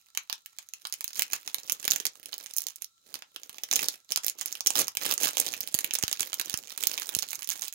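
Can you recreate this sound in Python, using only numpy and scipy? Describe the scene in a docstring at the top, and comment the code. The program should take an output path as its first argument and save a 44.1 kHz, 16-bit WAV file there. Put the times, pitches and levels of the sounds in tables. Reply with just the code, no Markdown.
"""Crumpling and tearing of a foil bag

A foil-lined coffee bag is crumpled and torn open just to the right of a two-port camera in a small nook.
Creases snap over as short noise bursts coloured by the foil, its small panels and the whole bag wall;
foil layers rub as patchy filtered noise, and squeezed air puffs on the near port as pressure pulses.
Decaying noise tails give the brief answer of the walls, and resonant noise is the faint hiss of a small
burner under a steel mug, over a room tone. The far port (row 0) hears the bag later and shadowed."""
import sys
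import numpy as np
from scipy import signal
from scipy.fft import rfft, irfft, next_fast_len
from scipy.io import wavfile
from scipy.ndimage import uniform_filter1d, map_coordinates

SR = 44100
rng = np.random.default_rng(int(sys.argv[2]) if len(sys.argv) > 2 else 0)


def unload_audio(sound):
    """Save the sound as a 16-bit wav file, at the path given as the first command line argument."""
    columns = np.transpose(np.atleast_2d(sound))
    # keep every value between -1 and 1, then stretch to whole-number steps
    steps = np.round(np.clip(columns, -1, 1) * 32767)
    wavfile.write(sys.argv[1], SR, steps.astype(np.int16))


def gain_from_db(level_db):
    """Turn a decibel level (scalar or array-like) into a linear amplitude factor."""
    decades = np.asarray(level_db, float) / 20
    return 10 ** decades


N = 341741  # length in samples

# Spectrum of the room tone, shape only: f/Hz, density level/dB
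ROOM_SPECTRUM = [(40, -1), (150, -9.5), (550, -20), (2100, -24), (6000, -6), (10000, -16.5), (15000, -19)]
# Resonances of the burner's hiss: f/Hz, bandwidth/Hz, relative level/dB
BURNER_MODES = [(1344, 27, 15.5), (3980, 190, 11), (6850, 800, 2)]
# Decay of the nook's answer: f/Hz, time to fall 60 dB/s
NOOK_DECAY = [(300, .22), (800, .17), (2100, .15), (5500, .125), (14600, .065)]
# Strength of the nook's answer: f/Hz, level/dB
WALL_ECHO = [(300, -19.5), (1500, -9.5), (6000, -13.5), (15000, -12.5)]
# Far port relative to near port: f/Hz, level/dB
FAR_SHADOW = [(150, -19), (500, -10), (2000, -12.5), (10000, -16.5)]
# The bag drifts about the camera's side: t/s, gain of the bag at the far port/dB
FAR_DRIFT = [(0, 2), (1.2, 2.5), (2.7, -2.5), (3.2, .5), (5.8, 0), (7, -2.5)]
# Squeezed air reaching the near port: t/s, level of the pull's peak/dB
AIR_PUFFS = [(5.7469, -22), (6.0367, -16), (6.5405, -24.5), (7.1658, -23.5)]
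# Crack of a crease, shape only: f/Hz, density level/dB
FOIL_SPECTRUM = [(880, -34), (1500, -18), (1990, -17), (3470, -10.5), (4700, -8), (5420, -4), (6630, 0),
                 (8110, -7.5), (15000, -4.5), (16000, -5), (16800, -52.5)]
# Small panels of foil, shape only: f/Hz, density level/dB
PANEL_SPECTRUM = [(450, -18), (900, -2), (1800, -7), (3200, -1), (5000, -6.5), (7500, -21)]
# Whole bag wall, shape only: f/Hz, density level/dB
WALL_SPECTRUM = [(20, -52), (40, -20.5), (120, -13), (380, -3.5), (560, -4), (1100, -16)]
# Heaving of the whole bag wall: t/s, mean boom level re crack/dB, before each crease's push and scatter
WALL_HEAVE = [(0, -44), (1.25, -23), (1.8, -17), (2.3, -9), (2.8, -37.5), (3.05, -6), (3.5, -11.5),
              (4.3, -23), (4.8, -15.5), (5.5, -14), (7.2, -19.5), (7.75, -51)]
# The hands working the bag slowly: t/s, base crackle level/dB
HAND_EFFORT = [(0, -66.5), (.8, -54.5), (1.1, -50), (1.7, -41.5), (2.13, -57.5), (2.46, -43), (2.8, -56.5),
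               (2.95, -73), (3.06, -61), (3.3, -65.5), (3.42, -58), (3.93, -39.5), (4.07, -67), (4.5, -40),
               (4.88, -67), (5.4, -30), (5.7, -40.5), (6.1, -40), (6.65, -46), (7, -34), (7.4, -39.5),
               (7.68, -35.5), (7.75, -93)]
# Hard squeezes and pulls that pack the crackle tight: start t/s, length/s, base crackle level/dB
HARD_SQUEEZES = [(1.173, 0.037, -26), (1.308, 0.044, -31.5), (1.553, .03, -46), (1.827, 0.21, -40),
                 (2.623, 0.097, -48.5), (3.093, 0.1, -56), (3.719, 0.16, -30.5), (4.115, 0.01, -28),
                 (4.244, 0.049, -34.5), (4.392, 0.03, -31.5), (4.68, .07, -32.5), (4.764, 0.053, -15.5),
                 (5.024, 0.1, -23.5), (5.2, 0.089, -21.5), (5.762, 0.032, -41), (6.256, 0.097, -45),
                 (6.451, .1, -36.5), (6.809, 0.11, -32), (7.492, 0.039, -25)]
# Loud single creases: t/s, nominal peak level/dB, panel level re crack/dB
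LOUD_SNAPS = [(0.1497, -22.5, -8), (0.174, -4, -12), (0.298, -12.5, 0.5), (0.3274, -8.5, -14),
              (0.46, -17.5, -17), (0.5858, -16, -9), (0.6882, -23.5, -31), (0.7364, -15, -14),
              (0.852, -19, 3), (0.8702, -16.5, -29), (0.9249, -8.5, -17), (0.939, -13.5, -16),
              (1.008, -12.5, -11.5), (1.043, -7, -19), (1.0788, -12, -23), (1.1319, -17.5, -12.5),
              (1.194, 0.5, -11.5), (1.221, -1.5, -29), (1.3329, -2.5, -10), (1.4762, -13, -10),
              (1.5444, -4, -13.5), (1.6972, -4, -18.5), (1.721, -2.5, -39), (1.828, -20, -9.5),
              (1.852, -8.5, -20), (1.8792, 2.5, -16), (1.9049, -2.5, -40), (1.9102, 5.5, -23),
              (1.9185, -1.5, -16.5), (1.9345, -5.5, -10.5), (1.9607, -2, -14.5), (2.001, -8.5, -15.5),
              (2.0536, -0.5, -14), (2.067, -0.5, -27), (2.2302, -21, -20), (2.2581, -14, -15.5),
              (2.3235, -23.5, -10), (2.329, -20.5, 1.5), (2.341, -14, -15), (2.3805, -12, -26),
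              (2.4093, -31.5, -4), (2.438, -22, -50), (2.461, -14, -13.5), (2.537, -15.5, -24),
              (2.5654, -5, -55), (2.572, -5.5, -36), (2.583, -2, -55), (2.6055, -14, -52),
              (2.619, -13, -38), (2.639, -17, -45), (2.6678, -7, -14), (2.685, -11, -15.5),
              (2.759, -19.5, -40), (2.821, -8.5, -26), (2.8442, -15, -34), (3.1418, -10, -8),
              (3.1544, -17, -11), (3.2223, -26, 3.5), (3.3614, -16, -5), (3.4336, -18.5, -17),
              (3.4945, -18, -7), (3.544, -30, -2), (3.583, -20.5, -7), (3.6357, -7, -20),
              (3.713, -2.5, -16.5), (3.7278, -4, -11), (3.7357, -2, -22), (3.7579, 1, -41),
              (3.7625, -6.5, -12), (3.792, -7, -4), (3.885, -1, -26), (4.1207, -0.5, -16.5),
              (4.1603, -2, -21), (4.1738, -4.5, -8), (4.2453, -7, -25), (4.2649, -3, -40), (4.282, -1, -36),
              (4.298, -8, -44), (4.412, -5.5, -16), (4.4588, -5, -21.5), (4.5263, -5.5, -25),
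              (4.553, -15, -9.5), (4.607, -4.5, -18), (4.662, -5, -8.5), (4.6693, -6.5, -21),
              (4.6711, 6, -51), (4.7046, -1.5, -12), (4.755, -3.5, -9), (4.7727, -4, -21), (4.781, -9, -7),
              (4.8706, -15.5, -14), (4.8812, -6, -16), (4.951, -17.5, -10), (4.9706, -5, -15.5),
              (5.053, -9.5, -5.5), (5.112, 1, -17), (5.123, -4.5, -16), (5.139, -4, -52), (5.1787, -6, -16),
              (5.2035, -13, -17), (5.2332, 0.5, -45), (5.2796, -8.5, -13), (5.2874, -11, -7),
              (5.3699, -3, -9), (5.382, -3, -30), (5.3988, -0.5, -44), (5.4013, 3.5, -33),
              (5.4645, -6, -10.5), (5.521, -16, -35), (5.5382, -8, -7), (5.6058, -4, -22),
              (5.6748, -10, -29), (5.743, -1.5, -23), (5.7482, -2.5, -17), (5.7887, -2, -17),
              (5.8074, -11.5, -28), (5.8449, 1, -21.5), (5.909, -12, -2.5), (5.9368, -2.5, -26),
              (5.9528, -1, -20), (5.9574, -10, -8), (5.9873, -4, -17.5), (6.0266, -3.5, -15.5),
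              (6.037, -0.5, -13.5), (6.08, -7, -8.5), (6.114, -8.5, -10.5), (6.1281, -4, -16),
              (6.196, -6.5, -8.5), (6.2064, 0, -14.5), (6.33, -11, -4), (6.342, -5.5, -47),
              (6.3971, -6, -9), (6.413, -7.5, -11), (6.497, -6.5, -11.5), (6.5407, -4.5, -5),
              (6.5745, -8.5, -37), (6.7193, -22, -10), (6.777, -8, -14), (6.8263, -13, -11),
              (6.837, -1, -17), (6.8707, 4.5, -55), (6.9145, -11, -7.5), (6.9308, -14.5, -56),
              (6.9778, -7.5, -3.5), (7.0197, -10.5, -7.5), (7.0593, -17.5, -30), (7.0697, -16, -35),
              (7.091, -8.5, -8.5), (7.1497, -1, -20.5), (7.1658, -11, -58), (7.1886, -4.5, -25),
              (7.224, -8.5, -17), (7.3067, -8.5, -47), (7.355, -13, -49), (7.393, -18, -38),
              (7.4214, -16.5, -10.5), (7.43, -14, -31), (7.445, -13, -28), (7.4741, -13, -38),
              (7.4899, -1.5, -31), (7.5024, -3, -20), (7.5128, -10, -11.5), (7.6112, -18.5, -51),
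              (7.726, -15.5, -20), (7.737, -23, -33)]

LAG_S = 19.5 / 44100  # delay of the far port
SPOTS = 4  # places on the bag from which it sounds
GRIP_DB_PER_S, RELAX_DB_PER_S = 898, 696  # how fast a squeeze sets in and lets go
CREST_DB, SNAP_PUSH_DB = 6.5, -17  # nominal peak over mean strength; a snap's push on the wall
NEIGHBOUR_S, NEIGHBOUR_DB, NEIGHBOUR_SPREAD_DB = .004, -14.5, 4  # delay scale, mean level, spread
BRIGHT_DB_PER_OCTAVE = .12  # tilt of the crack for each dB less of panel level
RING_DB, RING_OCTAVES = 8, .45  # height and width of each crease's own resonance
RUB_DB, RUB_PATCHY_DB, RUB_WALL_DB = -26, 8, -7.5  # level re base crackle, patch depth, wall share
HUSH_S, HUSH_DB = 0.0065, -6  # the foil tautens and its crackle drops just before a loud snap
CREASE_LIFE_S = 0.0002  # median rise time of a crack


def unit(x):
    """Normalisation: scale to rms 1."""
    return x / np.sqrt(np.mean(x ** 2) + 1e-20)


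def along(points, hz):
    """Interpolation of (f, value) points along a logarithmic frequency axis."""
    f, v = np.transpose(points)
    return np.interp(np.log(hz + 1), np.log(f + 1), v)


def filtered(x, response):
    """Linear filtering: the spectrum of x is multiplied by a complex response of frequency."""
    m = next_fast_len(N + 8192)
    return irfft(rfft(x, m) * response(np.fft.rfftfreq(m, 1 / SR)), m)[..., :N]


def room_tone():
    """Broadband ambience: stationary noise shaped by the room spectrum, independent at each port."""
    noise = rng.standard_normal((2, N))
    air = unit(filtered(noise, lambda hz: gain_from_db(along(ROOM_SPECTRUM, hz))))
    return gain_from_db([[-74], [-72]]) * air


def burner():
    """Resonance: the burner's hiss is noise passed through parallel modes of the can and mug."""
    def modes(hz):
        response = 0
        for centre, width, db in BURNER_MODES:
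            damping = 1j * hz * width
            response = response + gain_from_db(db) * damping / (centre * centre - hz * hz + damping)
        return response

    hiss = unit(filtered(rng.standard_normal((2, N)), modes))
    return gain_from_db([[-72], [-73]]) * hiss


def nook(spots):
    """Reverberation: each spot has its own decaying tail; long waves reach both ports alike."""
    hz, t, z = signal.stft(rng.standard_normal((2, len(spots), SR // 3)), SR, nperseg=128)
    alike = np.exp(-hz / 1500)[:, None]
    lag = np.exp(-2j * np.pi * hz * LAG_S)[:, None]
    far = alike * z[1] * lag + np.sqrt(1 - alike ** 2) * z[0]
    decay = gain_from_db(-60 * t / along(NOOK_DECAY, hz)[:, None])
    tails = signal.istft(np.array([far, z[1]]) * decay, SR, nperseg=128)[1]
    # the first walls take time to answer
    tails *= 1 - np.exp(-np.arange(tails.shape[-1]) / SR / .0015)
    tails /= np.linalg.norm(tails, axis=-1, keepdims=True)
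    answer = signal.fftconvolve(spots[None], tails, axes=2)[..., :N].sum(axis=1)
    return filtered(answer, lambda hz: gain_from_db(along(WALL_ECHO, hz)))


def far_port(spots):
    """Diffraction: sound bent round the camera body arrives late, shadowed and smeared for each spot."""
    t = np.arange(48) / SR
    smear = .4 * rng.standard_normal((len(spots), len(t))) * np.exp(-t / .00015)
    smear[:, 0] = 1
    bent = signal.fftconvolve(spots, smear, axes=1)[:, :N].sum(axis=0)
    return filtered(bent, lambda hz: gain_from_db(along(FAR_SHADOW, hz)) * np.exp(-2j * np.pi * hz * LAG_S))


def puffs():
    """Air displacement: a sharp pull of pressure, overlaid by a slower damped swing back."""
    out, t = np.zeros(N + SR), np.arange(SR // 20) / SR
    pull = -t / .00045 * np.exp(1 - t / .00045)
    back = 1.1 * np.sin(2 * np.pi * 65 * t) * np.exp(-t / 0.0026)
    for s, db in AIR_PUFFS:
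        out[round(s * SR):][:len(t)] += gain_from_db(db) * (pull + back)
    return out[:N] * gain_from_db([[-22], [0]])  # far port, near port


def working(s):
    """Driving force: base crackle level at times s, the slow effort or the strongest squeeze."""
    start, length, db = np.transpose(HARD_SQUEEZES)[:, :, None]
    grip_db = GRIP_DB_PER_S * np.maximum(start - s, 0)
    relax_db = RELAX_DB_PER_S * np.maximum(s - start - length, 0)
    squeeze_db = db - grip_db - relax_db
    return np.maximum(np.interp(s, *np.transpose(HAND_EFFORT)), squeeze_db.max(axis=0))


def struck(x, spectrum):
    """Causality: a minimum-phase, unit-energy colouring, so nothing sounds before a snap."""
    level_db = np.maximum(along(spectrum, np.fft.rfftfreq(2048, 1 / SR)), -70)
    cepstrum = irfft(np.log(gain_from_db(level_db)))
    # folding the cepstrum onto positive times gives minimum phase
    cepstrum[1:1024] *= 2
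    cepstrum[1025:] = 0
    kernel = irfft(np.exp(rfft(cepstrum)))
    return signal.fftconvolve(x, kernel[None] / np.linalg.norm(kernel), axes=1)[:, :N]


def rub():
    """Sliding friction: a soft patchy rustle of foil on foil that follows the hands' work."""
    z = signal.stft(rng.standard_normal((SPOTS, N)), nperseg=256)[2]
    field = uniform_filter1d(rng.standard_normal(z.shape[1:]), size=12, axis=0)  # over frequency
    field = uniform_filter1d(field, size=8, axis=1)  # over time
    noise = signal.istft(z * gain_from_db(RUB_PATCHY_DB * unit(field)), nperseg=256)[1][:, :N]
    noise = unit(noise) * gain_from_db(working(np.arange(N) / SR) + RUB_DB)
    return struck(noise, PANEL_SPECTRUM) + gain_from_db(RUB_WALL_DB) * struck(noise, WALL_SPECTRUM)


def bursts(s, db, life_s, spot, spectrum, tilt_db=0, ring_db=0, count=384):
    """Impulsive excitation: noise bursts of given strength, tilt and own resonance, one track per spot."""
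    u = np.arange(count) / SR / life_s[:, None]
    shape = u * np.exp(1 - u)
    hz = np.fft.rfftfreq(count, 1 / SR)
    octave = np.log2(np.clip(hz, 1000, 16000) / 6000)
    centre = rng.uniform(-1.5, 1.4, (len(s), 1))  # octaves re 6 kHz
    ring = ring_db * np.exp(-((octave - centre) / RING_OCTAVES) ** 2)
    colour_db = np.reshape(tilt_db, (-1, 1)) * octave + ring
    noise = rng.standard_normal((len(s), count))
    rows = irfft(rfft(noise) * gain_from_db(colour_db), count) * shape
    # set the energy as it will be after the spectrum has coloured it
    sounding = abs(rfft(rows)) * unit(gain_from_db(along(spectrum, hz)))
    wanted = gain_from_db(db) * np.linalg.norm(shape, axis=1) * np.sqrt(count / 2)
    rows *= (wanted / np.linalg.norm(sounding, axis=1))[:, None]
    # lay the tracks end to end, add up the bursts, then cut them apart
    track = N + count
    onset = spot * track + np.round(s * SR).astype(int)
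    where = onset[:, None] + np.arange(count)
    tracks = np.bincount(where.ravel(), rows.ravel(), SPOTS * track).reshape(SPOTS, -1)
    return struck(tracks[:, :N], spectrum)


def creases(s, db, body_db, push_db, life_s):
    """Buckling: a crease cracks brightly, then its panels and the whole wall shake a little longer."""
    draw = rng.random((len(s), 3))
    spot = (draw[:, 0] * SPOTS).astype(int)
    life = life_s * gain_from_db(11 * (draw[:, 1] - .5))
    boom_db = push_db + np.interp(s, *np.transpose(WALL_HEAVE)) + 12 * (draw[:, 2] - .5)
    tilt_db = BRIGHT_DB_PER_OCTAVE * (-19.5 - body_db)
    crack = bursts(s, db, life, spot, FOIL_SPECTRUM, tilt_db, RING_DB)
    panels = bursts(s, db + body_db, 3 * life, spot, PANEL_SPECTRUM, ring_db=RING_DB)
    wall = bursts(s, boom_db, 4.5 * life, spot, WALL_SPECTRUM)
    return crack + panels + wall


def crackle(count=4200):
    """Random avalanches: small creases in clumps, a few much larger; a hard pull packs them into a tear."""
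    draw = rng.random((count, 3))
    s = draw[:, 0] * (N - 1) / SR
    level_db = working(s)
    clump = map_coordinates(rng.standard_normal(500), [s * 55])  # 55 random knots a second
    sparse = np.clip((-9.0 - level_db) / 25, .15, 1)  # 1 = lone ticks, small = an even rip
    size_db = sparse * (-8 * np.log(draw[:, 1] + 0.038) + 4.4 * clump - 10)
    snap_s = np.transpose(LOUD_SNAPS)[0]
    next_snap_s = np.append(snap_s, np.inf)[np.searchsorted(snap_s, s)]
    size_db = size_db + HUSH_DB * (next_snap_s - s < HUSH_S)
    body_db = -16 + 24 * (draw[:, 2] - .5)
    push_db = level_db + 0.8 * size_db
    return creases(s, level_db + size_db + 0.5, body_db, push_db, CREASE_LIFE_S)


def snaps():
    """Snap-through: loud creases, each followed by two neighbouring folds, usually weaker, giving way."""
    s, db, body_db = np.transpose(LOUD_SNAPS)
    draw = rng.standard_normal((len(s), 4))
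    first_s = s + NEIGHBOUR_S * abs(draw[:, 0])
    second_s = s + NEIGHBOUR_S * abs(draw[:, 1])
    beside_db = db + NEIGHBOUR_DB + NEIGHBOUR_SPREAD_DB * draw[:, 2:].T
    s = np.r_[s, first_s, second_s]
    db = np.r_[db, beside_db.ravel()]
    body_db = np.tile(body_db, reps=3)
    return creases(s, db - CREST_DB, body_db, db + SNAP_PUSH_DB, CREASE_LIFE_S)


def scene():
    """Superposition: the bag at both ports, its echo in the nook, the puffs and the background."""
    bag = snaps() + crackle() + rub()
    direct = np.array([far_port(bag), bag.sum(axis=0)])
    heard = direct + nook(bag)
    far_db = np.interp(np.arange(N) / SR, *np.transpose(FAR_DRIFT))
    background = room_tone() + burner()
    return heard * gain_from_db([far_db, 0 * far_db]) + puffs() + background


def top_cut(x):
    """Nothing passes above the cut-off."""
    return signal.sosfilt(signal.butter(12, 17140, fs=SR, output="sos"), x)


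def record(dry):
    """Transduction: the microphones drop the deep bass, full scale clips the peaks, the top band is cut."""
    heard = filtered(dry, lambda hz: (1j * hz / (45 + 1j * hz)) ** 2)
    clipped = np.clip(heard, -1, 1)
    band = filtered(clipped, lambda hz: 1 / (1 + (hz / 16300) ** 60))
    return top_cut(band)


dry = scene()
out = record(dry)
unload_audio(out)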